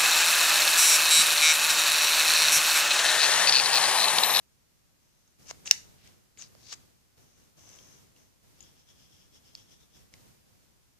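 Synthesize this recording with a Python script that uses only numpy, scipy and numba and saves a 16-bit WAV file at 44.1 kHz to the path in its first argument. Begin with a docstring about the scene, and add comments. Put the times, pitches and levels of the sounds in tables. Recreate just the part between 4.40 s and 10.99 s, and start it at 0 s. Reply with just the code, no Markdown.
"""A mascara wand and its plastic tube, a hand's width from a small stereo microphone in a quiet bedroom.
At about 1 s the bristles scrape through the neck and the wand knocks, then snaps against the tube, just
overloading the microphone. More scrapes and ticks follow. Around 3 s a sleeve brushes past and the hands
bump softly; from 4.2 s the fingers work the wand to and fro. At 5.7 s the mouth opens with a small lip
smack. Underneath, low rumble and background hiss rise around the louder sounds and sink in the pauses."""
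import sys
import numpy as np
from scipy import signal
from scipy.fft import rfft, irfft, next_fast_len
from scipy.io import wavfile
from scipy.ndimage import uniform_filter1d
from numba import njit

SR = 44100
rng = np.random.default_rng(int(sys.argv[2]) if len(sys.argv) > 2 else 0)


def digitize_waveform(pressure):
    """Quantize a signal to 16-bit integers and store it at the path in sys.argv[1].

    Rows of a 2-D input are taken as channels; values are limited to [-1, 1].
    """
    field = np.atleast_2d(pressure).T
    bounded = np.clip(field, -1, 1)
    quanta = np.round(bounded * 32767).astype(np.int16)
    wavfile.write(sys.argv[1], SR, quanta)


N = 290619
TIME = np.arange(N) / SR

# ticks of plastic on plastic; the last two rows (5.738 and 5.739 s) are a small lip smack:
# t/s, level/dB, ring f/Hz, t60/s, shared modes re ring/dB, left minus right/dB
TICKS_AND_SMACK = [ (0.8770, -61, 6500, .012, -6, -1), (1.1107, -27.5, 601.4, 0.0062, -7, -6),
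                   (1.2580, -51, 6600, 0.0046, -5, 3), (1.2747, -40, 2720, 0.0055, 14, 5),
                   (1.278, -35.5, 2820, 0.0056, 5, 2), (1.3106, -16, 1894, .005, -8, -1),
                   (1.3114, -4, 5650, 0.0052, 3, -1.5), (1.6750, -52, 5170, 0.0042, 5.5, 4.5),
                   (1.9742, -48, 2250, 0.0056, -2, 0.5), (2.0152, -40.5, 6370, 0.0055, -7.5, 12),
                   (2.0226, -36.5, 5900, 0.0044, 0, 4), (2.0400, -45.5, 4520, 0.0045, 0, -2),
                   (2.1514, -52.5, 530, 0.019, -5, -15), (2.327, -36, 1230, 0.004, 2.5, -11.5),
                   (2.7800, -57, 482, 0.033, -8, -3), (3.2915, -44, 7900, 0.0059, -5, 8),
                   (3.3600, -52, 7900, .010, -14, 8), (3.3880, -57, 3170, 0.027, 8, 10),
                   (3.7635, -61, 2860, 0.014, -5, -2.5), (4.2061, -50, 6800, 0.029, 6.5, 4.5),
                   (4.2270, -51.5, 6870, .018, -7, 8), (5.1519, -31, 4560, 0.0031, -8, -4),
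                   (5.739, -48, 2150, 0.011, 6, 2), (5.7383, -56.5, 5420, 0.0094, -16.5, -1)]
# modes of the tube: f/Hz, level/dB, t60/s, left minus right/dB, lead of the left port/rad
TUBE_MODES = [(870, -19.5, 0.0074, -3.5, 2), (2160, -11, 0.0058, -6, 3), (2810, -7, 0.0052, -7, 1.4),
              (3670, -4.5, 0.0025, -10.5, 1.5), (4360, -7, 0.0024, -8, 0.88), (5940, -10.5, 0.0074, 4, 1.2),
              (6680, -8.5, 0.0061, 3.5, 2.22), (11360, -8, 0.0032, -4.5, 3.5),
              (14500, -15.5, .003, 5.5, 2.8)]
# bristles dragged through the neck: start t/s, crest t/s, end t/s, crest level/dB, swell/dB,
# squeak start f/Hz, squeak end f/Hz, squeak width/Hz, rasp re squeak/dB, left minus right/dB
BRISTLE_DRAGS = [ (1.003, 1.026, 1.060, -71, 22, 5794, 5810, 3000, -11, 1),
                 (1.056, 1.109, 1.117, -50, 24.5, 5470, 6160, 3960, 2, 4),
                 (1.253, 1.260, 1.345, -46.5, 13, 6800, 4900, 4050, -1.5, -2),
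                 (1.581, 1.668, 1.760, -72, 8.5, 2600, 3000, 4020, -3, 0.5),
                 (1.978, 1.995, 2.036, -52, 10.5, 7070, 6220, 1594, -6, 2),
                 (1.994, 2.026, 2.075, -58.5, 6.5, 5740, 5020, 5030, 0.5, 1.5),
                 (2.165, 2.33, 2.350, -55, 28.5, 4880, 4620, 4600, -1, 5),
                 (2.319, 2.333, 2.342, -49, 10, 6030, 6860, 4000, 3, 5),
                 (2.335, 2.339, 2.347, -43, 6, 6330, 7130, 3520, -8, -4)]
# strokes of the wand between the fingers: crest t/s, relative level/dB, length/s, pitch ratio
TWIST_STROKES = [(4.24, -63, .1, 0.98), (4.391, -67, 0.073, .98), (4.498, -62, 0.047, 1.03),
                 (4.614, -65.5, 0.13, 0.96), (4.737, -66, 0.076, 1.02), (4.810, -67, 0.11, 0.97),
                 (4.957, -62, .05, 1.01), (5.073, -63.5, 0.071, 0.96), (5.187, -60, 0.078, 1.01),
                 (5.321, -61, 0.061, 1.01), (5.422, -66, 0.052, 1.08), (5.562, -64, 0.079, 1.01)]
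# resonances of the rubbed plastic: f/Hz, width/Hz, relative level/dB
RUB_MODES = [(3340, 470, 1.5), (5370, 1200, -2)]
# low thuds, of the wand knocking the tube's neck at 1.109 s and otherwise of the hands:
# t/s, level/dB, f/Hz, t60/s
THUDS = [(0.845, -73, 97, .09), (0.992, -60, 137, .07), (1.109, -32, 330, .025), (2.784, -54, 150, 0.078),
         (3.026, -55, 180, .1), (3.186, -53, 200, 0.077), (3.484, -55.5, 195, 0.075),
         (4.195, -65, 102, 0.091), (5.175, -58.5, 110.3, .12), (5.560, -51, 170.5, 0.065),
         (5.724, -52.5, 139.5, .1)]
# swells: start t/s, hold/s, relative level/dB
SLEEVE_PASSES = [(0.6, .28, -79), (2.765, 0.22, -72.5), (3.165, .36, -62), (3.245, 0.11, -61.5),
                 (3.745, 0.043, -69.5)]  # cloth brushing past as the arm moves
BACKGROUND_RISES = [(0.98, 0.52, -61.5), (1.63, 0.029, -61.5), (1.96, 0.45, -64), (2.76, 0.043, -65),
                    (2.96, 0.083, -67.5), (3.16, 0.45, -63.5), (3.74, 0.061, -68), (4.02, .28, -66.5),
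                    (4.49, .93, -69.5), (5.54, 0.054, -64), (5.715, 0.16, -62.5), (6.05, 0.18, -70.5)]  # rumble and hiss coming up around the louder sounds
# spectra: f/Hz, relative level/dB
RASP_SPECTRUM = [(60, -16), (300, -2), (1200, -1.5), (2800, 1.5), (4500, -0.5), (8000, -6), (10500, -14),
                 (14000, -14.5)]  # bristles on the rim
SLEEVE_SPECTRUM = [(60, -15), (180, 17.5), (450, 7.5), (1200, -0.5), (2000, -4), (3000, -2.5), (4500, -9.5),
                   (5600, 0.5), (6200, 5.5), (7000, -2), (14000, -8.5)]  # rubbing cloth
WALL_SPECTRUM = [(100, -0.5), (1000, 2), (2000, 3.5), (2800, -2), (4000, 0.5), (4900, 1), (5600, -5.5),
                 (6400, 0), (8500, 3.5), (11000, 2), (14000, -6.5)]  # what the walls give back
BASS_SPECTRUM = [(15, -13), (40, -1.5), (70, 0), (110, -4.5), (200, -17), (600, -35), (4000, -60)]  # steady low background
RUMBLE_SPECTRUM = [(20, -16.5), (50, -3), (90, 0), (150, 0), (250, -7.5), (500, -12.5), (1000, -20),
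                   (2500, -31), (8000, -53)]  # dull rumble
HISS_SPECTRUM = [(30, 5.5), (90, 17.5), (250, 12.5), (600, 5.5), (1500, 3.5), (3500, 2.5), (6000, 4.5),
                 (8500, 1), (14500, -1.5)]  # smooth background hiss
# surfaces near the microphone: delay/s, left gain, right gain
NEAR_SURFACES = [(.0018, 0.15, .16), (0.009, .05, 0.045), (0.0119, .035, .035)]
# response of the two microphone ports: f/Hz, left level/dB, right level/dB
PORT_RESPONSE = [(101.43, -11.5, -6.5), (2090, 5.5, 4.5), (4000, 7.5, 5.5), (5508, 9, 12), (6440, 12, -2),
                 (7388, 3, -4.5), (9000, 0.5, -7.5), (10200, -3.5, 0), (14500, -3.5, -4.5)]


def clicks(low_lead_rad=.9, high_lead_rad=.2):
    """Each plastic tick rings at its own spot and shakes the tube; the lip smack borrows those modes."""
    out = np.zeros((2, N))
    tube = sum(undb(db) * pan(side_db) * ring(hz, t60, lead)
               for hz, db, t60, side_db, lead in TUBE_MODES)
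    for s, db, hz, t60, modes_db, side_db in TICKS_AND_SMACK:
        # low knocks reach the two ports further out of step
        spot = ring(hz, t60, np.interp(hz, [700, 5000], [low_lead_rad, high_lead_rad]))
        add(out, s, undb(db) * pan(side_db) * (spot + undb(modes_db) * tube))
    return out


def scrapes(release_db=17):
    """Bristles flick past the rim as the push grows; the squeak glides with the depth of the brush."""
    out = np.zeros((2, N))
    for start, crest, end, db, swell_db, hz0, hz1, width, rasp_db, side_db in BRISTLE_DRAGS:
        t = np.arange(start, end, 1 / SR)
        slips = friction(len(t), per_s=3500, spread_db=1.0, shared=0.61)
        glide_hz = np.linspace(hz0, hz1, len(t))
        band = bandpass(slips, glide_hz, float(width))
        squeak = unit(bandpass(band, glide_hz, float(width)))
        rasp = unit(colour(slips, RASP_SPECTRUM))
        push = undb(db + np.interp(t, [start, crest, end], [-swell_db, 0, -release_db]))
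        add(out, start, push * pan(side_db) * (squeak + undb(rasp_db) * rasp))
    return out


def twisting(level_db=-6, side_db=3.5):
    """Finger friction sounds through two broad resonances of the plastic, which shift with each grip."""
    slips = friction(N, per_s=4000, spread_db=1.5, shared=0.27)
    crests, _, _, ratios = np.transpose(TWIST_STROKES)
    pitch = np.interp(TIME, crests, ratios)
    body = sum(undb(db) * bandpass(slips, hz * pitch, float(width)) for hz, width, db in RUB_MODES)
    return unit(body) * stroke_gain() * undb(level_db) * pan(side_db)


def thuds():
    """The wand's knock on the tube's neck and the bumps of the hands: one low mode each, soft in onset."""
    out = np.zeros((2, N))
    for s, db, hz, t60 in THUDS:
        add(out, s, undb(db) * ring(hz, t60, lead_rad=2.1, contact_s=.005))
    return out


def sleeve(level_db=-1, side_db=1):
    """Cloth fibres slip densely: a soft, wide rustle."""
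    fibres = friction(N, per_s=6000, spread_db=1.0, shared=0.3)
    passes = swells(SLEEVE_PASSES, attack_s=0.026, release_s=0.064)
    return unit(colour(fibres, SLEEVE_SPECTRUM)) * passes * undb(level_db) * pan(side_db)


def bedroom(x, t60_s=0.28, tail_db=-18, build_s=0.0073):
    """Close direct sound, a few near reflections, then a short diffuse tail from the furnished room."""
    t = TIME[:SR // 2]
    envelope = np.exp(-np.log(1000) * t / t60_s) * (1 - np.exp(-t / build_s))
    tail = rng.standard_normal((2, len(t))) * envelope
    response = undb(tail_db) * colour(unit(tail), WALL_SPECTRUM) / np.sqrt(len(t))
    response[:, 0] += 1  # direct path
    for delay, left, right in NEAR_SURFACES:
        response[:, int(delay * SR)] += left, right
    return signal.fftconvolve(x, response, axes=1)[:, :N]


def microphone(air):
    """Each port colours its side with its own treble resonance."""
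    ports = np.array(PORT_RESPONSE)
    return np.array([colour(air[0], ports[:, [0, 1]]), colour(air[1], ports[:, [0, 2]])])


def background(bass_db=-74, rest_rumble_db=-75, rest_hiss_db=-68, opposed=0.9):
    """Steady bass, with rumble and hiss timed to rise around the louder sounds and sink in the pauses."""
    rises = swells(BACKGROUND_RISES, attack_s=0.018, release_s=0.13)
    lift = np.hypot(rises, undb(-4) * stroke_gain())
    rumble_gain = np.hypot(undb(rest_rumble_db), undb(1.5) * lift)
    hiss_gain = np.hypot(undb(rest_hiss_db), undb(1.0) * lift)
    lows = rng.standard_normal((2, 2, N))
    lows += opposed * rng.standard_normal((2, 1, N)) * np.array([[1], [-1]])  # antiphase in the ports
    bass = unit(colour(lows[0], BASS_SPECTRUM)) * undb(bass_db)
    rumble = unit(colour(lows[1], RUMBLE_SPECTRUM)) * rumble_gain
    hiss = unit(colour(rng.standard_normal((2, N)), HISS_SPECTRUM)) * hiss_gain
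    return bass + rumble + hiss


def ring(hz, t60, lead_rad, contact_s=.00008):
    """One damped mode; the air follows its acceleration, which thins the bass."""
    t = TIME[:SR // 8]
    phase = 2 * np.pi * hz * t + lead_rad * np.array([[.5], [-.5]])
    swing = np.sin(phase) * np.exp(-np.log(1000) * t / t60)
    onset = 1 - np.exp(-t / contact_s)
    return np.diff(swing * onset, prepend=0) * SR / (2 * np.pi * hz)


def friction(count, per_s, spread_db, shared):
    """Tiny slips of uneven size; both ports hear the same slips, partly with the same waveform."""
    slipping = rng.random(count) < per_s / SR
    slips = slipping * undb(spread_db * np.minimum(rng.exponential(size=count), 4))
    envelope = np.sqrt(np.abs(uniform_filter1d(slips ** 2, size=16)))
    return unit(envelope * (rng.standard_normal((2, count)) + shared * rng.standard_normal(count)))


def stroke_gain(rise=0.32, fall=0.39):
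    """Each twist speeds up to its crest and slows more gently; rise and fall are shares of its length."""
    power = 0
    for s, db, length, _ in TWIST_STROKES:
        from_crest = np.where(TIME < s, (s - TIME) / rise, (TIME - s) / fall) / length
        power += (undb(db) * np.exp(1 - np.hypot(1, from_crest))) ** 2
    return np.sqrt(power)


def swells(rows, attack_s, release_s):
    """Gain of overlapping swells: each rises, holds and dies away."""
    power = 0
    for start, hold, db in rows:
        age = TIME - start
        attack = np.clip(age / attack_s, 0, 1)
        release = np.exp(-np.maximum(age - attack_s - hold, 0) / release_s)
        power += (undb(db) * attack * release) ** 2
    return np.sqrt(power)


def colour(x, points):
    """Minimum-phase filter through points of f/Hz, level/dB."""
    hz, db = np.transpose(points)
    size = 2 * next_fast_len(x.shape[-1])
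    bin_hz = np.arange(size // 2 + 1) * SR / size
    gain = undb(np.interp(np.log(bin_hz + 1), np.log(hz), db))
    cepstrum = irfft(np.log(gain))
    cepstrum[1:size // 2] *= 2  # fold onto positive time: causal
    cepstrum[size // 2 + 1:] = 0
    return irfft(rfft(x, size) * np.exp(rfft(cepstrum)))[..., :x.shape[-1]]


@njit
def bandpass(x, hz, width_hz):
    """State-variable band-pass with a moving centre, on both channels."""
    y = np.empty_like(x)
    for side in range(2):
        band_state, low_state = 0., 0.
        for i in range(x.shape[1]):
            tuning, damping = np.tan(np.pi * hz[i] / SR), width_hz / hz[i]
            band = (band_state + tuning * (x[side, i] - low_state)) / (1 + tuning * (tuning + damping))
            band_state = 2 * band - band_state
            low_state += 2 * tuning * band
            y[side, i] = damping * band
    return y


def undb(db):
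    """Decibels to gain."""
    return 10 ** (np.asarray(db) / 20)


def unit(x):
    """Scale to rms 1."""
    return x / np.sqrt(np.mean(x ** 2))


def pan(db):
    """Left and right gains for a level difference."""
    return undb(np.array([[db], [-db]]) / 2)


def add(out, s, x):
    """Mix x into out from time s."""
    i = int(round(s * SR))
    out[:, i:i + x.shape[-1]] += x[..., :N - i]


def scene():
    """The close sounds pass through the bedroom and the microphone ports, over the background."""
    close = clicks() + thuds() + scrapes() + twisting() + sleeve()
    return microphone(bedroom(close)) + background()


def record(dry, top_hz=14700):
    """The recorder clips at full scale and cuts the top."""
    lowpass = signal.ellip(8, .2, 70, top_hz, fs=SR, output="sos")
    return signal.sosfilt(lowpass, np.clip(dry, -1, 1))


dry = scene()
out = record(dry)
digitize_waveform(out)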